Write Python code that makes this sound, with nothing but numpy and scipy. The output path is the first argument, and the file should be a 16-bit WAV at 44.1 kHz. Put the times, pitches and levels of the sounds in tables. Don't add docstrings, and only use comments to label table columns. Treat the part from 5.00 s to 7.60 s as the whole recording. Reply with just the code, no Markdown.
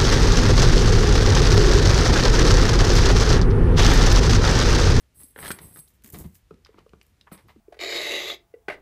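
import sys
import numpy as np
from scipy import signal
from scipy.fft import rfft, irfft
from scipy.io import wavfile
from scipy.ndimage import map_coordinates

SR = 44100
rng = np.random.default_rng(int(sys.argv[2]) if len(sys.argv) > 2 else 0)


def dump(signal):
    limited = np.clip(np.atleast_2d(signal).T, -1, 1)
    pcm = np.round(limited * 32767).astype(np.int16)
    wavfile.write(sys.argv[1], SR, pcm)


N = 114660
THUD_SAG = 0.12


def jingle(count=20):
    # time in seconds, level of motion in dB.
    shakes = [
        [(0.0, -67), (0.03, -81)],
        [(0.138, -83), (0.152, -60), (0.205, -48.5), (0.28, -57), (0.338, -71), (0.376, -55.5), (0.392, -42.5),
         (0.515, -41), (0.555, -52.5), (0.592, -62), (0.635, -46), (0.685, -50.5), (0.718, -59), (0.795, -42.5),
         (0.815, -56), (0.885, -70)],
        [(2.315, -63), (2.33, -46), (2.365, -63.5), (2.44, -80)],
    ]
    # start in seconds, level of motion in dB.
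    flicks = [(0.232, -40.5), (.306, -55.5), (.45, -41), (.478, -30.5), (0.512, -29), (.615, -42.5),
              (.739, -46), (.772, -42), (.788, -36.5)]
    # frequency in Hz, gain in dB, decay time T60 in seconds.
    link_modes = [(8314, -7.5, 0.054), (10864, -5, 0.043)]
    # frequency in Hz, gain in dB.
    contact_spectrum = [(300, -57), (2500, -20.5), (5000, -11), (7000, -23.5), (8400, 1.5), (10000, -4),
                        (11400, 1), (15000, 0)]
    clumps_per_s, clump_db, pitch_scatter = 160, 1.5, 0.0092
    reference = amp(-54.5)
    time = since(0)
    shaking = [amp(np.interp(time, *np.transpose(shake), left=-120, right=-120)) for shake in shakes]
    clumps = amp(clump_db * map_coordinates(rng.standard_normal(N), [time * clumps_per_s]))
    flurries = strokes([(s, 0.0022, db) for s, db in flicks], attack_s=0.0011, release_s=0.046)
    motion = np.hypot(np.max(shaking, axis=0) * clumps, flurries) / reference
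    ring_drive = reference * motion ** 0.92
    tick_drive = amp(-3.5) * reference * motion ** 0.89
    ticks = through(contacts(rate=2400, spread_db=-0.5), body(contact_spectrum))
    ticks += amp(-2.5) * pings(1, contact_spectrum, rate=45)
    out = tick_drive * ticks
    for detune in np.linspace(-1, 1, count):
        hits = ring_drive * contacts(rate=49, spread_db=0) / np.sqrt(count)
        for hz, db, t60 in link_modes:
            pitch = hz * (1 + pitch_scatter * (detune + 0.5 * rng.standard_normal()))
            out += amp(db) * resonate(hits, pitch, t60, samples=SR // 4)
    return out


def rattle():
    # start in seconds, length in seconds, level in dB.
    slides = [(.874, 0.015, -58.5), (.935, 0.019, -68), (1.037, 0.05, -53.5), (1.126, 0.017, -45),
              (1.155, 0.032, -51), (1.186, 0.032, -49), (1.22, 0.05, -60), (1.28, 0.067, -68.5),
              (1.342, 0.016, -56.5), (2.012, 0.088, -76), (2.478, 0.018, -67)]
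    # start in seconds, level in dB, tilt in dB per octave.
    landings = [(1.0213, -57, -6.5), (1.037, -44.5, -3), (1.0443, -39.5, -4.5), (1.0475, -53, -10),
                (1.06, -43, -8), (1.076, -41.5, 0.5), (1.089, -50, -7), (1.1014, -35.5, 1.5),
                (1.124, -36.5, 3.5), (1.138, -39, 3), (1.1865, -31, 6), (1.2, -34, 5), (1.213, -49, -7),
                (1.353, -46, -4), (2.029, -53, 0), (2.065, -54.5, -1)]
    # frequency in Hz, gain in dB.
    spectrum = [(600, -35), (1700, -6.5), (3500, -10), (5500, -8), (8200, 0), (10000, -1.5), (13000, 2.5),
                (15000, 1.5)]
    motion = strokes(slides, attack_s=0.0014, release_s=0.15)
    snaps = sum(through(blow(s, db, t60=0.018, crack=0.13, attack_s=0.00026), body(spectrum, tilt))
                for s, db, tilt in landings)
    ticks = through(amp(-1) * motion * contacts(rate=2200, spread_db=4.5), body(spectrum))
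    return snaps + ticks + amp(-7) * pings(motion, spectrum, rate=85)


def pings(motion, spectrum, rate, count=24):
    out = np.zeros(N)
    for hz in np.linspace(3460, 15550, count):
        pitch = hz * (1 + 0.023 * rng.standard_normal())
        hits = motion * contacts(rate=rate, spread_db=2) / np.sqrt(count)
        out += amp(along(spectrum, hz)) * resonate(hits, pitch, t60=0.005, samples=SR // 20)
    return out


def leather_clacks():
    # start in seconds, level in dB, tilt in dB per octave.
    strikes = [(0.3602, -34, -9.5), (0.3775, -40.5, -7), (0.3874, -32, -7), (.427, -34, -4),
               (.434, -37.5, -2), (0.448, -33, 0.5), (.458, -31, 1), (0.467, -31, 5.5), (.479, -31.5, 1),
               (0.504, -23, -2), (0.5139, -24, 6.5), (.587, -36.5, 2.5), (.759, -43, -5.5), (.769, -46, -6)]
    # frequency in Hz, gain in dB.
    spectrum = [(60, -24), (330, 3.5), (650, -5), (1100, -1.5), (1700, 4.8), (2600, -7), (3600, -3),
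                (6000, -16.5), (15000, -21)]
    return sum(through(blow(s, db, t60=0.032, crack=0.27, attack_s=0.0004), body(spectrum, tilt))
               for s, db, tilt in strikes)


def leather_friction():
    # start in seconds, length in seconds, level in dB.
    scrapes = [(.195, 0.03, -63.5), (.396, 0.056, -50), (.43, 0.065, -45), (.54, 0.097, -60),
               (.61, 0.12, -66.5), (.775, 0.015, -61), (1.141, 0.01, -46), (1.165, 0.033, -65.5),
               (1.238, 0.011, -57), (1.67, 0.13, -70), (1.774, 0.028, -60.5), (2.314, .032, -52.5),
               (2.37, 0.03, -58.5), (2.482, 0.023, -54.5)]
    creaks = [(1.657, 0.0054, -48), (2.267, 0.012, -47.5)]
    # frequency in Hz, gain in dB.
    scrape_spectrum = [(100, -6.5), (350, 1.5), (600, 3.5), (1100, 4.5), (1450, -1.5), (2000, 2),
                       (2700, -4.5), (4000, -7), (6500, -20), (15000, -60)]
    creak_spectrum = [(300, -12), (800, 0.5), (1300, 5), (1950, -1.5), (2500, -11), (3200, -13),
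                      (4000, -35), (12000, -43)]
    rasp = strokes(scrapes, attack_s=0.0019, release_s=0.098) * contacts(rate=1100, spread_db=1)
    slips = strokes(creaks, attack_s=0.0056, release_s=0.035) * contacts(rate=650, spread_db=0)
    return through(rasp, body(scrape_spectrum)) + through(slips, body(creak_spectrum))


def padded_table():
    # start in seconds, length in seconds, level in dB.
    tumbles = [(.155, 0.074, -60.5), (.38, 0.15, -48), (.595, 0.09, -50), (.69, 0.083, -59),
               (1.045, 0.072, -54.5), (1.13, 0.089, -41), (1.24, 0.015, -43.5), (1.52, 0.021, -53.5),
               (1.75, 0.068, -59), (1.935, 0.037, -58), (2.32, 0.028, -54), (2.44, .05, -56)]
    # frequency in Hz, gain in dB.
    spectrum = [(25, -20.5), (55, -2), (100, 3), (190, -3), (260, -11.5), (340, -5), (480, -19), (900, -23),
                (3000, -53)]
    # start in seconds, level in dB, pitch in Hz, T60 in seconds.
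    landings = [(.238, -44.5, 264, 0.064), (0.504, -29, 250, 0.037), (0.787, -41, 150, 0.084),
                (1.043, -41.5, 237, 0.083), (1.143, -40.5, 350, 0.054), (1.179, -36, 112, 0.03),
                (1.251, -27.5, 183.5, 0.086), (1.26, -29, 89, 0.07), (1.509, -42, 183, 0.08),
                (1.541, -37.5, 237, 0.024), (1.936, -35.5, 161, 0.028), (2.319, -28, 189, 0.04),
                (2.562, -48, 239, 0.21)]
    force = strokes(tumbles, attack_s=0.00077, release_s=0.067) * contacts(rate=900, spread_db=3)
    thuds = sum(amp(db) * mode(s, hz, attack_s=0.0025, t60=t60, sag=THUD_SAG)
                for s, db, hz, t60 in landings)
    return through(force, body(spectrum)) + thuds


def bag_taps():
    # start in seconds, relative level in dB, pitch in Hz, offset of the flap's click in dB.
    taps = [(1.509, -32, 421, -10), (1.691, -41, 445, -18), (1.743, -45, 327, -5.5),
            (1.784, -39.5, 373, -6.5), (1.863, -41.5, 486, -11), (1.934, -38, 397, -3.5),
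            (2.318, -41.5, 408, 2.5), (2.561, -40, 337, -23.5)]
    # frequency in Hz, gain in dB.
    flap_spectrum = [(300, -12.5), (750, -6), (1300, -3), (1750, -23.5), (2300, -16.5), (4000, -30.5),
                     (12000, -46)]
    hollow = sum(amp(db) * mode(s, hz, attack_s=0.002, t60=0.025, sag=THUD_SAG) for s, db, hz, _ in taps)
    flap = sum(blow(s - 0.002, db + click_db, t60=0.028, crack=0.53, attack_s=0.001215)
               for s, db, _, click_db in taps)
    return amp(5) * hollow + amp(-2.5) * through(flap, body(flap_spectrum))


def clasps():
    # start in seconds, relative level in dB, pitch in Hz.
    clicks = [(.876, -56.5, 4160), (1.145, -45.5, 2100), (1.152, -46, 2320), (1.541, -59, 2330),
              (1.6479, -48, 5000), (1.659, -55, 4020), (1.666, -49, 2730), (1.789, -54.5, 3040),
              (1.892, -57, 2970), (2.0126, -47.5, 3100), (2.2105, -48, 4260), (2.376, -57.5, 5040)]
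    # frequency in Hz, gain in dB.
    spectrum = [(400, -5), (1500, -9), (4200, 2.5), (5500, -1.5), (7200, -9), (15000, -24)]
    out = np.zeros(N)
    for s, db, hz in clicks:
        force = blow(s, db, t60=0.022, crack=1.0, attack_s=0.0007)
        out += amp(-1) * through(force, body(spectrum))
        out += amp(-3.5) * resonate(force, hz, t60=0.003, samples=SR // 20)
    return out


def reverberation(x):
    # frequency in Hz, T60 in seconds.
    decay_times = [(100, 0.3), (1500, .22), (12000, 0.11)]
    hz, t, noise = signal.stft(rng.standard_normal(SR // 2), SR, nperseg=256)
    tail = signal.istft(noise * decay(t, along(decay_times, hz)[:, None]), SR, nperseg=256)[1]
    tail *= rise(np.arange(len(tail)) / SR, 0.00217)
    return through(x, tail / np.linalg.norm(tail))


def room_tone():
    # frequency in Hz, gain in dB.
    spectrum = [(24, -33), (40, -0.5), (72, 3), (110, -6), (200, -12.5), (800, -26.5), (2000, -26.5),
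                (15000, -39)]
    return unit(through(rng.standard_normal(N), body(spectrum)))


def amp(db):
    return 10 ** (np.asarray(db) / 20)


def unit(x):
    return x / np.sqrt(np.mean(x ** 2) + 1e-20)


def along(points, hz):
    frequencies, values = np.transpose(points)
    return np.interp(np.log(hz + 1), np.log(frequencies + 1), values)


def since(s):
    return np.maximum(np.arange(N) / SR - s, 0)


def rise(t, attack_s):
    return 1 - np.exp(-t / attack_s)


def decay(t, t60):
    return np.exp(-np.log(1000) * t / t60)


def body(spectrum, tilt_db=0, size=4096):
    hz = np.fft.rfftfreq(size, 1 / SR)
    gain = amp(along(spectrum, hz) + tilt_db * np.log2(1 + hz / 1000))
    cepstrum = irfft(np.log(gain))
    cepstrum[1:size // 2] *= 2
    cepstrum[size // 2 + 1:] = 0
    response = irfft(np.exp(rfft(cepstrum)))
    return response / np.linalg.norm(response)


def through(x, response):
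    return signal.fftconvolve(x, response)[:N]


def contacts(rate, spread_db):
    size = amp(spread_db * np.clip(rng.standard_normal(N), -2, 2)) * rng.choice([-1, 1], N)
    return unit(size * (rng.random(N) < rate / SR))


def strokes(rows, attack_s, release_s):
    envelopes = (amp(db) * rise(since(s), attack_s) * decay(since(s + length), release_s)
                 for s, length, db in rows)
    return np.sqrt(sum(envelope ** 2 for envelope in envelopes))


def blow(s, db, t60, crack, attack_s):
    fade = rise(since(s), attack_s) ** 2 * decay(since(s), t60)
    fade /= fade.max()
    force = fade * rng.standard_normal(N)
    force[np.argmax(fade)] += crack * np.linalg.norm(fade)
    return amp(db - 3.5) * force * np.linalg.norm(fade) / np.linalg.norm(force)


def mode(s, hz, attack_s, t60, sag=0, settle_s=0.019):
    t = since(s)
    cycles = hz * (t - sag * (t - settle_s * rise(t, settle_s)))
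    onset = 1 - np.exp(-(t / attack_s) ** 2)
    return np.sin(2 * np.pi * cycles) * onset * decay(t, t60)


def resonate(force, hz, t60, samples):
    ring = mode(0, hz, attack_s=0.0001, t60=t60)[:samples]
    return through(force, ring / np.linalg.norm(ring))


def scene():
    direct = jingle() + rattle() + leather_clacks() + leather_friction()
    direct += padded_table() + bag_taps() + clasps()
    background = amp(-63) * room_tone()
    return (direct + amp(-12.5) * reverberation(direct) + background)[None]


def record(dry):
    cutoff_hz = 15500
    return signal.fftconvolve(dry, signal.firwin(401, cutoff_hz, fs=SR)[None], mode="same", axes=1)


dry = scene()
out = record(dry)
dump(out)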